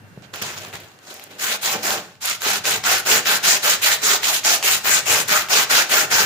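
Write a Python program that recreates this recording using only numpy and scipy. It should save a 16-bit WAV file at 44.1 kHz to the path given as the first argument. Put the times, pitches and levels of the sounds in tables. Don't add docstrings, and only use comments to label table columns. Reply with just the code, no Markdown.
import sys
import numpy as np
from scipy import signal
from scipy.fft import rfft, irfft, next_fast_len
from scipy.io import wavfile
from scipy.ndimage import uniform_filter1d

SR = 44100
rng = np.random.default_rng(int(sys.argv[2]) if len(sys.argv) > 2 else 0)


def how_loud(loudness_db):
    steps = np.asarray(loudness_db, float) / 20
    return 10 ** steps


def persist_wave(psi):
    counts = np.round(np.clip(psi, -1, 1) * 32767).astype(np.int16)
    wavfile.write(sys.argv[1], SR, np.atleast_2d(counts).T)


N = 275625
T = np.arange(N) / SR
SIZE = next_fast_len(N + SR // 2)
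HZ = np.fft.rfftfreq(SIZE, 1 / SR) + 1

# start_s, force_db, lean_db (towards the end), ring_db (of the bar), cup_db (of the palm)
STROKES = [(1.381, -17.5, 2, 0.5, 0), (1.61, -15, -0.5, -19, -1.5), (1.822, -17, -2.5, 3.5, 6),
           (2.202, -19, 1.5, -4, -5), (2.402, -14.5, 1, 1, 0.5), (2.636, -13, -1, -1.5, 1),
           (2.831, -10.5, 0, 4.5, -3), (3.049, -10, 0.5, 3.5, 4), (3.248, -10, -0.5, 4, 2),
           (3.424, -8, 0, -4.5, -1), (3.619, -10, -1, -3, -0.5), (3.812, -8.5, -1, -10, -4),
           (4.009, -11, 1.5, -2, 0), (4.216, -12.5, 0.5, -13, -4), (4.436, -9.5, -1, -5, -0.5),
           (4.624, -9.5, -1.5, -11, -2), (4.831, -12, 0.5, 2.5, 1.5), (5.051, -9.5, 0.5, -3.5, 1),
           (5.273, -9.5, -2, -5, -2), (5.484, -8.5, 0.5, -5, -1), (5.688, -9.5, -1, 4.5, 1.5),
           (5.888, -9.5, 0, 2.5, 3), (6.097, -10.5, -1.5, 6.5, 4.5)]
# fullest_s, level_db, rise_s,
# fade_db_per_s, cup_db (of the palm)
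DRAGS = [(.24, -39, .03, 500, 14), (0.337, -26, 0.0082, 92, 4.5), (0.417, -20, .003, 101, 3),
         (.585, -28, 0.091, 113, 2), (.648, -33.5, 0.04, 165, 9.5), (0.737, -26.5, 0.02, 219, 8),
         (.803, -36.5, 0.008, 126, 11), (1.11, -32.5, 0.14, 75, 9), (1.31, -39.5, 0.015, 90, 19),
         (1.791, -30, 0.049, 200, 14), (1.98, -29.5, 0.0068, 132, 10.5)]
FIRST_STROKE_S = STROKES[0][0]


def rms_one(x):
    return x / np.sqrt(np.mean(x ** 2) + 1e-20)


def peak(x):
    return abs(x).max(axis=-1, keepdims=True)


def in_time(rows):
    s, *columns = np.transpose(rows)
    return [np.interp(T, s, c, left=c[0], right=c[-1]) for c in columns]


def at_hz(points, hz):
    point_hz, point_db = np.transpose(points)
    return np.interp(np.log(hz), np.log(point_hz), point_db)


def drift(rate_hz):
    r = np.exp(-80 * np.pi * rate_hz / SR)
    slow = signal.lfilter([1], [1, -2 * r, r * r], rng.standard_normal(N // 40 + 2002))[2000:]
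    return np.interp(np.arange(N) / 40, np.arange(len(slow)), rms_one(slow))


def background():
    # time_s, level_db
    hum_level = [(0, -42.5), (.75, -41.5), (.9, -56.5), (1.4, -52), (1.9, -46), (2.3, -52.5), (2.65, -36),
                 (3.1, -47), (4.7, -50.5), (5.15, -38.5), (5.8, -53), (6.25, -35)]
    # time_s, level_db
    whine_level = [(0, -66), (.9, -59.5), (1.05, -68), (6.25, -85)]
    # pitch_hz, level_db (per Hz)
    air_colour = [(100, -48), (250, 1), (550, -3), (1200, -8), (1480, -2), (1700, -4), (2600, -13.5),
                  (3400, -16), (6800, -24), (15500, -25)]
    # time_s, level_db
    air_fade = [(0, 0), (1.4, 0), (1.9, -13), (6.25, -13)]
    hum_hz, hum_width_hz, hum_waver_db = 101, 5, 2.5
    whine_hz, whine_waver_db, air_db = 2745, 2.5, -51
    white = rng.standard_normal((3, N))

    r, turn = np.exp(-np.pi * hum_width_hz / SR), 2 * np.pi * hum_hz / SR
    line = rms_one(signal.lfilter([1, 0, -1], [1, -2 * r * np.cos(turn), r * r], white[0]))
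    line = 0.52 * line + 0.73 * np.sin(turn * np.arange(N))
    rumble_band = signal.butter(2, [85, 190], "band", fs=SR, output="sos")
    backwards = white[:, ::-1]
    rumble = rms_one(signal.sosfilt(rumble_band, 0.66 * backwards[0] + 0.41 * backwards[1:]))
    hum = how_loud(in_time(hum_level)[0] + hum_waver_db * drift(4.5)) * (0.45 * line + 0.45 * rumble)

    whine = how_loud(in_time(whine_level)[0] + whine_waver_db * drift(11.0)) * np.sin(2 * np.pi * whine_hz * T)

    alike = 1 / (1 + (HZ / 400) ** 2)
    air = np.sqrt(alike) * rfft(white[0], SIZE) + np.sqrt(1 - alike) * rfft(white[1:], SIZE)
    air = rms_one(irfft(air * how_loud(at_hz(air_colour, HZ)), SIZE)[:, :N])
    return hum + whine + how_loud(air_db + in_time(air_fade)[0]) * air


def rubbing():
    resting_db = -55
    rest_s, longest_s = 0.031, 0.1994
    speed_up, slow_down = .35, 0.52
    power = how_loud(resting_db) ** 2 * (T < FIRST_STROKE_S)
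    turns = [row[0] for row in STROKES[1:]] + [np.inf]
    for (start, force_db, lean_db, *_), turn in zip(STROKES, turns):
        along = np.clip((T - start) / min(turn - rest_s - start, longest_s), 0, 1)
        faster = np.sin(np.pi / 2 * np.clip(along / speed_up, 0, 1))
        slower = np.sin(np.pi / 2 * np.clip((1 - along) / slow_down, 0, 1))
        push = how_loud(force_db + lean_db * (4.63 * along - 2))
        power = power + (push * faster * slower) ** 2
    for s, level_db, rise, fade_db, _ in DRAGS:
        onset = np.clip(1 + (T - s) / rise, 0, 1) ** 2
        fade = how_loud(level_db - fade_db * np.maximum(T - s, 0))
        power += (onset * fade) ** 2
    return np.sqrt(power)


def grains():
    grains_per_s, spread_db = 9000, 1.5
    crackles_per_s, crackle_db = 40, 9
    lag_s, lag_spread_s = .00015, .00014
    born, grain_size = rng.random(N), rng.exponential(1, N)
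    sign, place = rng.choice([-1, 1], N), rng.standard_normal(N)
    clicks = (born < grains_per_s / SR) * sign * how_loud(spread_db * np.minimum(grain_size, 6))
    clicks *= how_loud(crackle_db * (born < crackles_per_s / SR))
    late = np.arange(N) + np.clip(lag_s + lag_spread_s * place, -.001, .001) * SR + 50
    whole, part = late.astype(int), late % 1
    left = np.bincount(whole + (part > .5), clicks, N + 200)[50:N + 50]
    flutter_db = 1.22 * drift(39.0) + 0.73 * drift(130)
    return rms_one(np.array([left, clicks])) * how_loud(flutter_db)


def palm():
    loose_bar_db, loose_fine_db = 6, -1.5
    fine_db, fine_per_cup = 4.57, 0.11
    grips = [(s - rise, cup_db, loose_bar_db * (s < FIRST_STROKE_S), loose_fine_db)
             for s, _, rise, _, cup_db in DRAGS]
    grips += [(s, cup_db, ring_db, fine_db + fine_per_cup * cup_db)
              for s, _, _, ring_db, cup_db in STROKES]
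    grips = np.array(sorted(grips))
    current = np.maximum(np.searchsorted(grips[:, 0], T) - 1, 0)
    return uniform_filter1d(grips[current, 1:], size=1000, axis=0).T


def sanding():
    # pitch_hz, level_db (per Hz)
    grit_colour = [(60, -54), (100, -18), (200, -6.5), (300, -10.5), (450, -5.5), (800, -4.5), (1100, 0),
                   (1500, 1.8), (3000, 2.5), (5700, -1), (6800, -1), (9000, -9), (12000, -10.5),
                   (15500, -8.5)]
    # pitch_hz, width_hz, level_db
    resonances = [(412, 180, 4), (614.5, 17, 7), (753, 180, 6), (855, 46, 1), (868, 16, 5), (1640, 38, -8),
                  (2500, 560, 2), (3960, 68, 3), (6950, 670, 3)]
    # pitch_hz, left_minus_right_db
    port_difference = [(60, 19), (150, 0), (380, -2), (950, -2), (2380, -2), (5980, -2), (15000, 4.5)]
    # time_s, left_minus_right_db, fine_grit_db
    hand_place = [(0, 2, -5), (.2, -11, 0.5), (.45, 2, 1.5), (1.4, 1.5, 2.5), (2.3, 0.5, -1), (3.4, 3, 1),
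                  (4.0, 0.5, 1), (4.6, 1, 2), (4.93, 5, 2.5), (5.6, 2.5, -1), (6.25, 4, 1.5)]
    main_ring_hz, ring_width_hz, main_ring_db = 1562, 300, 0.5
    loose_ring_db = -9
    fullness_db, ring_db, fine_db = palm()
    pan_db, fresh_db = in_time(hand_place)
    side = np.array([[.5], [-.5]])

    colour_db = at_hz(grit_colour, HZ)
    for hz, width_hz, db in resonances:
        colour_db = colour_db + db / (1 + (2 * (HZ - hz) / width_hz) ** 2)
    colour = how_loud(colour_db + side * at_hz(port_difference, HZ))
    colour /= np.sqrt(np.mean(colour[:, (HZ > 1000) & (HZ < 12000)] ** 2) / 2)
    spectrum = rfft(grains() * rubbing(), SIZE) * colour / 2

    ring = spectrum / (1 + 1j * (HZ ** 2 - main_ring_hz ** 2) / HZ / ring_width_hz)
    ring_gain_db = main_ring_db + ring_db + loose_ring_db * (T < FIRST_STROKE_S)
    out = how_loud(ring_gain_db) * irfft(ring, SIZE)[:, :N]

    octave = np.log2(np.clip(HZ, 120, 15360) / 120)
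    for k in range(15):
        hz = 120 * 2 ** (k / 2)
        band = np.clip(1 - abs(2 * octave - k), 0, 1)
        low = 1 / (1 + (hz / 800) ** 4)
        high = 1 / (1 + (5500 / hz) ** 4)
        patch_db = .9 * drift(5) + 2.1 * drift(16.6)
        gain_db = low * fullness_db + high * (fine_db + fresh_db) + (1 - low) * side * pan_db + patch_db
        out += how_loud(gain_db) * irfft(spectrum * band, SIZE)[:, :N]
    return out


def knocks():
    # start_s, peak_db, pitch_hz
    bench_knocks = [
        (0.1753, -22, 156),
        (.42, -26, 201),
        (0.742, -29, 129),
        (2.464, -17.5, 412),
    ]
    low_t60_s, high_t60_s, rise_s = 0.033, 0.018, 0.00067
    out, t = np.zeros(N), np.arange(4000) / SR
    for s, db, hz in bench_knocks:
        thud = np.sin(2 * np.pi * hz * t) * how_loud(-60 * t / low_t60_s)
        thud += 0.41 * np.sin(2 * np.pi * 2.6 * hz * t) * how_loud(-60 * t / high_t60_s)
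        out[round(s * SR):][:len(t)] += how_loud(db) * thud * np.minimum(t / rise_s, 1)
    return out


def snaps():
    # start_s, dull_peak_db, sharp_peak_db
    laying_snaps = [(0.223, -35, -46), (0.3388, -13.5, -24), (0.359, -18, -21), (0.4217, -11.5, -11.5),
                    (0.649, -18, -29), (0.6852, -42, -30), (0.7286, -21, -32), (0.7554, -19, -35),
                    (0.802, -29, -32), (0.989, -34, -55), (1.1412, -44, -23), (1.1962, -23, -27),
                    (1.2387, -43, -23), (1.31, -38, -40)]
    # start_s, dull_peak_db, sharp_peak_db
    rubbing_snaps = [(1.3987, -24, -30), (1.6319, -17, -16), (1.9057, -4, -14), (2.1536, -34.5, -50),
                     (2.2185, -34, -26), (2.2574, -22, -7), (2.297, -30, -11), (2.3121, -10, -27),
                     (2.328, -12, -28), (2.4189, -9, -11), (2.5343, -24, -10), (2.647, -11, -31),
                     (2.654, -4.5, -13), (2.695, -10, -21), (2.839, -9, -18), (3.062, -16, -25),
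                     (3.2572, -6, -24), (3.433, -24, -33), (4.232, -5, -10), (4.434, -16, -25),
                     (4.6268, -5.5, -34), (4.7512, -12, -19), (4.856, -5, -32), (5.2837, -18, -12),
                     (5.486, -14, -23)]
    t60_s, rise_s = 0.0072, .0005
    out, t = np.zeros((2, N)), np.arange(2000) / SR
    rows = laying_snaps + rubbing_snaps
    noise = rng.standard_normal((len(rows), 2, len(t)))
    dull_band = signal.butter(2, [900, 6000], "band", fs=SR, output="sos")
    sharp_band = signal.butter(2, 6000, "high", fs=SR, output="sos")
    for (s, dull_db, sharp_db), burst in zip(rows, noise):
        burst = burst + burst[::-1] / 2
        burst = burst * how_loud(-60 * t / t60_s) * np.minimum(t / rise_s, 1)
        dull, sharp = signal.sosfilt(dull_band, burst), signal.sosfilt(sharp_band, burst)
        snap = how_loud(dull_db - 1) * dull / peak(dull) + how_loud(sharp_db + 3) * sharp / peak(sharp)
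        out[:, round(s * SR):][:, :len(t)] += snap
    return out


def workshop(x, count=4):
    t60_s, echo_db, wall_cut_hz = 0.47, -6, 5100
    t = np.arange(SR // 2) / SR
    spots = np.array([drift(4.7) for k in range(count)])
    spots /= np.sqrt(np.sum(spots ** 2, axis=0))
    dying = how_loud(-60 * t / t60_s) * (t > .004)
    tails = rfft(rng.standard_normal((count, 3, len(t))) * dying, SIZE)
    alike = 1 / (1 + (HZ / 1300) ** 3)
    echo = np.sqrt(alike) * tails[:, :1] + np.sqrt(1 - alike) * tails[:, 1:]
    echo = echo / np.sqrt(1 + (HZ / wall_cut_hz) ** 2)
    echo /= np.sqrt(np.mean(abs(tails) ** 2))
    heard = np.sum(rfft(x.mean(axis=0) * spots, SIZE)[:, None] * echo, axis=0)
    return how_loud(echo_db) * irfft(heard, SIZE)[:, :N]


def scene():
    bench = sanding() + snaps() + knocks()
    return bench + workshop(bench) + background()


def roll_off(x):
    return signal.sosfilt(signal.butter(12, 16620, fs=SR, output="sos"), x)


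def record(dry):
    ceiling, low_cut_hz, top_hz = .77, 80, 15540
    x = ceiling * np.tanh(dry / ceiling)
    x = signal.sosfilt(signal.butter(3, low_cut_hz, "high", fs=SR, output="sos"), x)
    x = signal.sosfilt(signal.ellip(10, .5, 60, top_hz, fs=SR, output="sos"), x)
    return roll_off(x)


dry = scene()
out = record(dry)
persist_wave(out)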